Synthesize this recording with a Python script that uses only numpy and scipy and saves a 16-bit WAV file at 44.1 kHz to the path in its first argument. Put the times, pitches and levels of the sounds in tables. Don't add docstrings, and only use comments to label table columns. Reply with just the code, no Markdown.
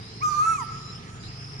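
import sys
import numpy as np
from scipy import signal
from scipy.io import wavfile
from scipy.ndimage import uniform_filter1d

SR = 44100
rng = np.random.default_rng(int(sys.argv[2]) if len(sys.argv) > 2 else 0)


def transcribe(u):
    v = np.clip(np.atleast_2d(u).T, -1, 1)
    q = np.round(v * 32767).astype(np.int16)
    wavfile.write(sys.argv[1], SR, q)


def ratio_of_db(decibels):
    return 10 ** (np.asarray(decibels, float) / 20)


N = 70560
T = np.arange(N) / SR

# (time [s], pitch [Hz])
KOEL_PITCH = [(.205, 958), (.229, 1251), (.27, 1220), (.33, 1194), (.39, 1214), (.46, 1309), (.51, 1329),
              (.565, 1252), (.645, 832)]
# (time [s], left level [dB],
# right level [dB])
KOEL_LOUDNESS = [
    [(.205, -47, -43), (.234, -21, -25), (.26, -19, -22), (.287, -32, -19), (.301, -38, -26),
     (.325, -34, -22.5), (.365, -34, -24), (.392, -22, -18.5), (.425, -17, -22)],
    [(.44, -20, -28), (.452, -30, -20), (.464, -24, -21), (.475, -19, -19), (.488, -23, -16.5),
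     (.525, -24, -20), (.54, -36, -25)],
    [(.556, -24, -29), (.572, -38, -34), (.582, -33, -28), (.597, -40, -34), (.613, -35, -29),
     (.646, -46, -42)],
]
# (time [s], pitch [Hz])
SECOND_VOICE_PITCH = [(.2, 340.4), (.34, 329.3), (.42, 382), (.5, 425.6), (.55, 392.5), (.65, 275)]
# (multiple of pitch [-], multiple of second voice [-],
# first syllable level [dB], second syllable level [dB])
OVERTONES = [(1, -1, -40, -29), (1, 1, -31, -30), (2, 0, -25, -19), (2, -1, -48, -28), (3, 0, -36, -48),
             (4, 1, -50, -21), (5, 0, -21, -29), (5, -1, -36, -34), (5, 1, -38, -32), (6, -1, -35, -40),
             (6, 0, -31, -42), (6, 1, -44, -40), (8, 0, -42, -29), (8, 1, -40, -44), (10, 0, -45, -58),
             (11, 1, -53, -62)]
# (time [s], phase [rad])
HEAD_TURN_PHASE = [(.27, -2.3), (.325, 2.3), (.38, -1.3), (.425, -2.7), (.452, -4.2), (.461, -6.7),
                   (.53, -7.1), (.56, -9), (.585, -7)]
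# (start [s], length [s], start pitch [Hz], end pitch [Hz], level [dB])
BEAK_HISS = [(0.24, 0.32, 7000, 6900, -53), (.22, 0.41, 10700, 10000, -63), (.38, .29, 10300, 10500, -59),
             (.22, 0.21, 11500, 12100, -78), (.22, .43, 14100, 13400, -76), (0.4, .16, 2000, 2100, -55),
             (.3, .28, 4300, 4200, -55), (.44, .18, 7900, 7600, -55), (.205, .035, 2150, 2350, -51),
             (.53, .095, 7100, 6300, -51), (.42, .16, 6100, 6200, -54)]
# (delay [s], left level [dB], right level [dB])
ECHOES = [
    (.05, -24, -20),
    (.115, -15, -14),
    (0.2, -17, -16),
    (.29, -19, -19),
]
# (start [s], length [s], level [dB], start of one slow throb [s])
BUZZ_PHRASES = [
    (-.04, 0.46, -45.5, .345),
    (0.57, 0.5, -45.5, .948),
    (1.179, .6, -44.5, 1.547),
]
# (start [s], length [s], start pitch [Hz], end pitch [Hz], level
# [dB])
FAR_WHISTLES = [
    (.8, .125, 4020, 4000, -53),
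    (1.07, .05, 4280, 4330, -62),
    (1.27, .04, 2850, 2720, -61),
    (1.4, .04, 2950, 2800, -61),
    (.66, .055, 2260, 2080, -56),
    (.705, .05, 2330, 2170, -57),
    (.545, .075, 5700, 5650, -60),
]
# (start [s], length [s], start pitch [Hz], end pitch [Hz], level [dB])
FAR_RASPS = [
    (1.215, 0.085, 3800, 4250, -45.5),
    (1.28, .12, 4200, 4200, -56),
    (1.06, 0.26, 6800, 7100, -59),
    (.68, .3, 6700, 7100, -58.5),
    (.27, .2, 4700, 4300, -50),
    (0.0, 0.27, 3800, 4400, -53.5),
]
# (pitch [Hz], width [Hz], level [dB])
ENGINE_HUM = [(55.6, 3.3, -58), (86.3, 8.5, -57), (112.14, 3.9, -50), (137.2, 1.7, -47.5),
              (162.7, 12.6, -54.5), (183.5, 7.5, -58), (233.7, 13.6, -61.5), (426.4, 67, -57)]
# (frequency [Hz], level per Hz [dB])
LOW_AIR = [(25, -5), (43, -33), (81, -12), (100, -3.5), (200, -11), (400, -19), (520, -29), (800, -22)]
# (frequency [Hz], level per Hz [dB])
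HIGH_AIR = [(700, 0.5), (1500, -1), (2660, -1.5), (4210, -7.5), (5240, -3), (8000, -21.5), (9500, -11.5),
            (10700, -22.5)]
# (frequency [Hz], likeness [0-1])
AIR_LIKENESS = [(60, 1), (150, 1), (350, 1), (700, 0.66), (2000, 0.23), (8000, 0.2)]
# (frequency [Hz], left over right [dB])
AIR_BALANCE = [(60, -7.5), (300, 3), (1000, -5), (8000, -0.5)]


def rms_one(x):
    return x / np.sqrt(np.mean(x ** 2) + 1e-20)


def at_hz(points, hz):
    table_hz, value = np.transpose(points)
    return np.interp(np.log(hz), np.log(table_hz), value)


def drift(rate):
    r = np.exp(-2 * np.pi * rate / SR)
    warm_up = SR // 2
    noise = rng.standard_normal(N + warm_up)
    return rms_one(signal.lfilter([1], [1, -2 * r, r * r], noise)[warm_up:])


def turns(hz):
    return 2 * np.pi * np.cumsum(hz + 0 * T) / SR


def narrow(hz, width_hz):
    phase = turns(hz)
    return drift(width_hz / 2) * np.cos(phase) + drift(width_hz / 2) * np.sin(phase)


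def both(hz, width_hz):
    return np.array([narrow(hz, width_hz), narrow(hz, width_hz)])


def gate(start, length, attack, release):
    rise = (T - start) / attack
    fall = (start + length - T) / release
    return np.sin(np.pi / 2 * np.clip(np.minimum(rise, fall), 0, 1)) ** 2


def pan(db):
    return ratio_of_db(np.array([.5 * db + 0 * T, -.5 * db + 0 * T]))


def glides(rows, width_hz, edge_s):
    out = np.zeros((2, N))
    for start, length, from_hz, to_hz, db in rows:
        hz = np.interp(T, [start, start + length], [from_hz, to_hz])
        out += ratio_of_db(db) * gate(start, length, edge_s, edge_s) * both(hz, width_hz)
    return out


def koel():
    s, left_db, right_db = np.transpose(np.concatenate(KOEL_LOUDNESS))
    sides_db = uniform_filter1d([np.interp(T, s, left_db), np.interp(T, s, right_db)], size=300)
    level_db = sides_db.max(axis=0) - 8
    on = gate(s[0], s[-1] - s[0], .005, .012)

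    pitch = uniform_filter1d(np.interp(T, *np.transpose(KOEL_PITCH)), size=600)
    pitch = pitch + 1.5 * drift(27)
    syllable_s, blend_s = .43, .03
    late = 1 / (1 + np.exp(-(T - syllable_s) / blend_s * 2))
    sag_khz = late * np.clip(1300 - pitch, 0, None) / 1000

    upper = koel_overtones(pitch, late, sag_khz, sides_db[0])
    upper *= on * ratio_of_db(-26 + .4 * (level_db + 24.0))
    head_turn = [[0], [1]] * np.interp(T, *np.transpose(HEAD_TURN_PHASE))
    tone = on * np.sqrt(2) * np.sin(turns(pitch) + head_turn)

    beak_hiss = glides(BEAK_HISS, width_hz=650, edge_s=.015)
    direct = tone * ratio_of_db(sides_db) + (upper + beak_hiss) * pan(-6.5)
    spread_db = 0.59 * uniform_filter1d(level_db, size=1500) - 7.5 - 32 * sag_khz
    return direct, tone[0] * ratio_of_db(spread_db) + upper[0]


def koel_overtones(pitch, late, sag_khz, left_db):
    second = uniform_filter1d(np.interp(T, *np.transpose(SECOND_VOICE_PITCH)), size=600)
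    grown = gate(.222, 1, 0.011, .1)
    upper = np.zeros((2, N))
    for k, m, first_db, second_db in OVERTONES:
        hz = round(k) * pitch + round(m) * second
        line = np.sqrt(2) * np.sin(turns(hz) + rng.uniform(0, 5.1))
        breath = ratio_of_db(-11) * both(hz, 30 * k) * (k * 1200 / 5200) ** 2

        shimmer_db = 4.5
        if k > 2:
            shimmer_db /= np.sqrt(k / 2)
        db = first_db + (second_db - first_db) * late
        db = db + shimmer_db * np.array([drift(22), drift(22)])
        db -= 60 * (max(k - 1.75, 0) + abs(m)) * sag_khz
        if round(k) == 2 and not m:
            db += 17 * np.clip((.238 - T) / .012, 0, 1)
            db += .9 * (0.5 - late) * (left_db + 24.5)
        upper += ratio_of_db(db) * (line + breath) * (grown if k > 2 else 1)

    breath_band = signal.butter(2, (5200, 8200), "band", fs=SR, output="sos")
    breath_fill = rms_one(signal.sosfilt(breath_band, rng.standard_normal((2, N))))
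    return upper + ratio_of_db(-27) * grown * breath_fill


def tail(db, t60_s):
    swell = 1 - np.exp(-T / .08)
    fade = ratio_of_db(-60 * T / t60_s) / np.sqrt(SR * t60_s / 14)
    return ratio_of_db(db) * rng.standard_normal((2, N)) * swell * fade


def surroundings(x):
    response = tail(-11, t60_s=0.7) + tail(-18, t60_s=3.2)
    smear_s = .03
    for delay, left_db, right_db in ECHOES:
        burst = np.exp(-((T - delay) / smear_s) ** 2) / np.sqrt(SR * smear_s)
        response += ratio_of_db(np.array([[left_db], [right_db]])) * burst * rng.standard_normal((2, N))
    dull = signal.sosfilt(signal.butter(1, 12000, fs=SR, output="sos"), x)
    return signal.fftconvolve(response, dull[None], axes=1)[:, :N]


def buzzer():
    start_hz, end_hz, rise_s, sweep_hz = 4805, 5282, 0.2, 550
    fast_per_s, slow_per_s = 57, 33
    out = np.zeros((2, N))
    for start, length, db, marked in BUZZ_PHRASES:
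        climb = 1 - np.exp(-np.clip(T - start, 0, None) / rise_s)
        slow = (1 + np.tanh((T - marked + .05) / .012)) / 2
        count = np.cumsum(fast_per_s + (slow_per_s - fast_per_s) * slow) / SR
        cycle = (count - np.interp(marked, T, count)) % 1
        hz = start_hz + (end_hz - start_hz) * climb + sweep_hz * climb * (.5 - cycle)

        throb_db = -3.0 * climb * np.cos(2 * np.pi * cycle) - 5 * (1 - climb)
        shape = ratio_of_db(db + throb_db - 0.5) * gate(start, length, .05, 0.14)
        clear = .4 * climb ** 3
        out += shape * (np.sqrt(clear) * narrow(hz, 27) + np.sqrt(1 - clear) * both(hz, 380))
    return out


def far_birds():
    whistles = glides(FAR_WHISTLES, width_hz=8, edge_s=.015)
    return whistles + glides(FAR_RASPS, width_hz=450, edge_s=.04)


def town():
    hum = sum(ratio_of_db(db) * narrow(hz, width_hz) for hz, width_hz, db in ENGINE_HUM)
    steady_level = ratio_of_db(-47.5 + 0.5 * drift(1.7))
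    steady_hz = 112.13 + 1.44 * drift(2.32)
    hum += steady_level * np.sqrt(2) * np.sin(turns(steady_hz))
    return hum + ratio_of_db(-45.5) * air(LOW_AIR, patchy_db=1.0)


def air(spectrum, patchy_db):
    out = 0
    white = rng.standard_normal((2, 2, N + SR // 4))
    edges = np.geomspace(spectrum[0][0], spectrum[-1][0], num=15)
    for k, (low, high) in enumerate(zip(edges, edges[1:])):
        band = signal.butter(2, [low, high], "band", fs=SR, output="sos")
        mid, side = signal.sosfilt(band, white[k % 2])[:, -N:]
        hz = np.sqrt(low * high)
        alike = np.clip(at_hz(AIR_LIKENESS, hz), 0, 1)
        gain = ratio_of_db(at_hz(spectrum, hz) + patchy_db * drift(13.3)) * pan(at_hz(AIR_BALANCE, hz))
        out = out + gain * (np.sqrt(1 + alike) * mid + np.sqrt(1 - alike) * side * [[1], [-1]])
    return rms_one(out)


def air_hiss():
    below = signal.cheby2(10, 45, 10920 + 200, fs=SR, output="sos")
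    above = signal.cheby2(8, 30, 11400 - 300, "high", fs=SR, output="sos")
    hiss = ratio_of_db(-49) * signal.sosfilt(below, air(HIGH_AIR, patchy_db=2.0))
    return hiss + ratio_of_db(-76) * signal.sosfilt(above, rng.standard_normal((2, N)))


def scene():
    direct, spread = koel()
    background = buzzer() + far_birds() + town() + air_hiss()
    right_lag = 17
    background = np.array([background[0], np.roll(background[1], right_lag)])
    return direct + surroundings(spread) + background


def top_cut(x):
    return signal.sosfilt(signal.butter(12, 15340, fs=SR, output="sos"), x)


def record(dry):
    return top_cut(dry)


dry = scene()
out = record(dry)
transcribe(out)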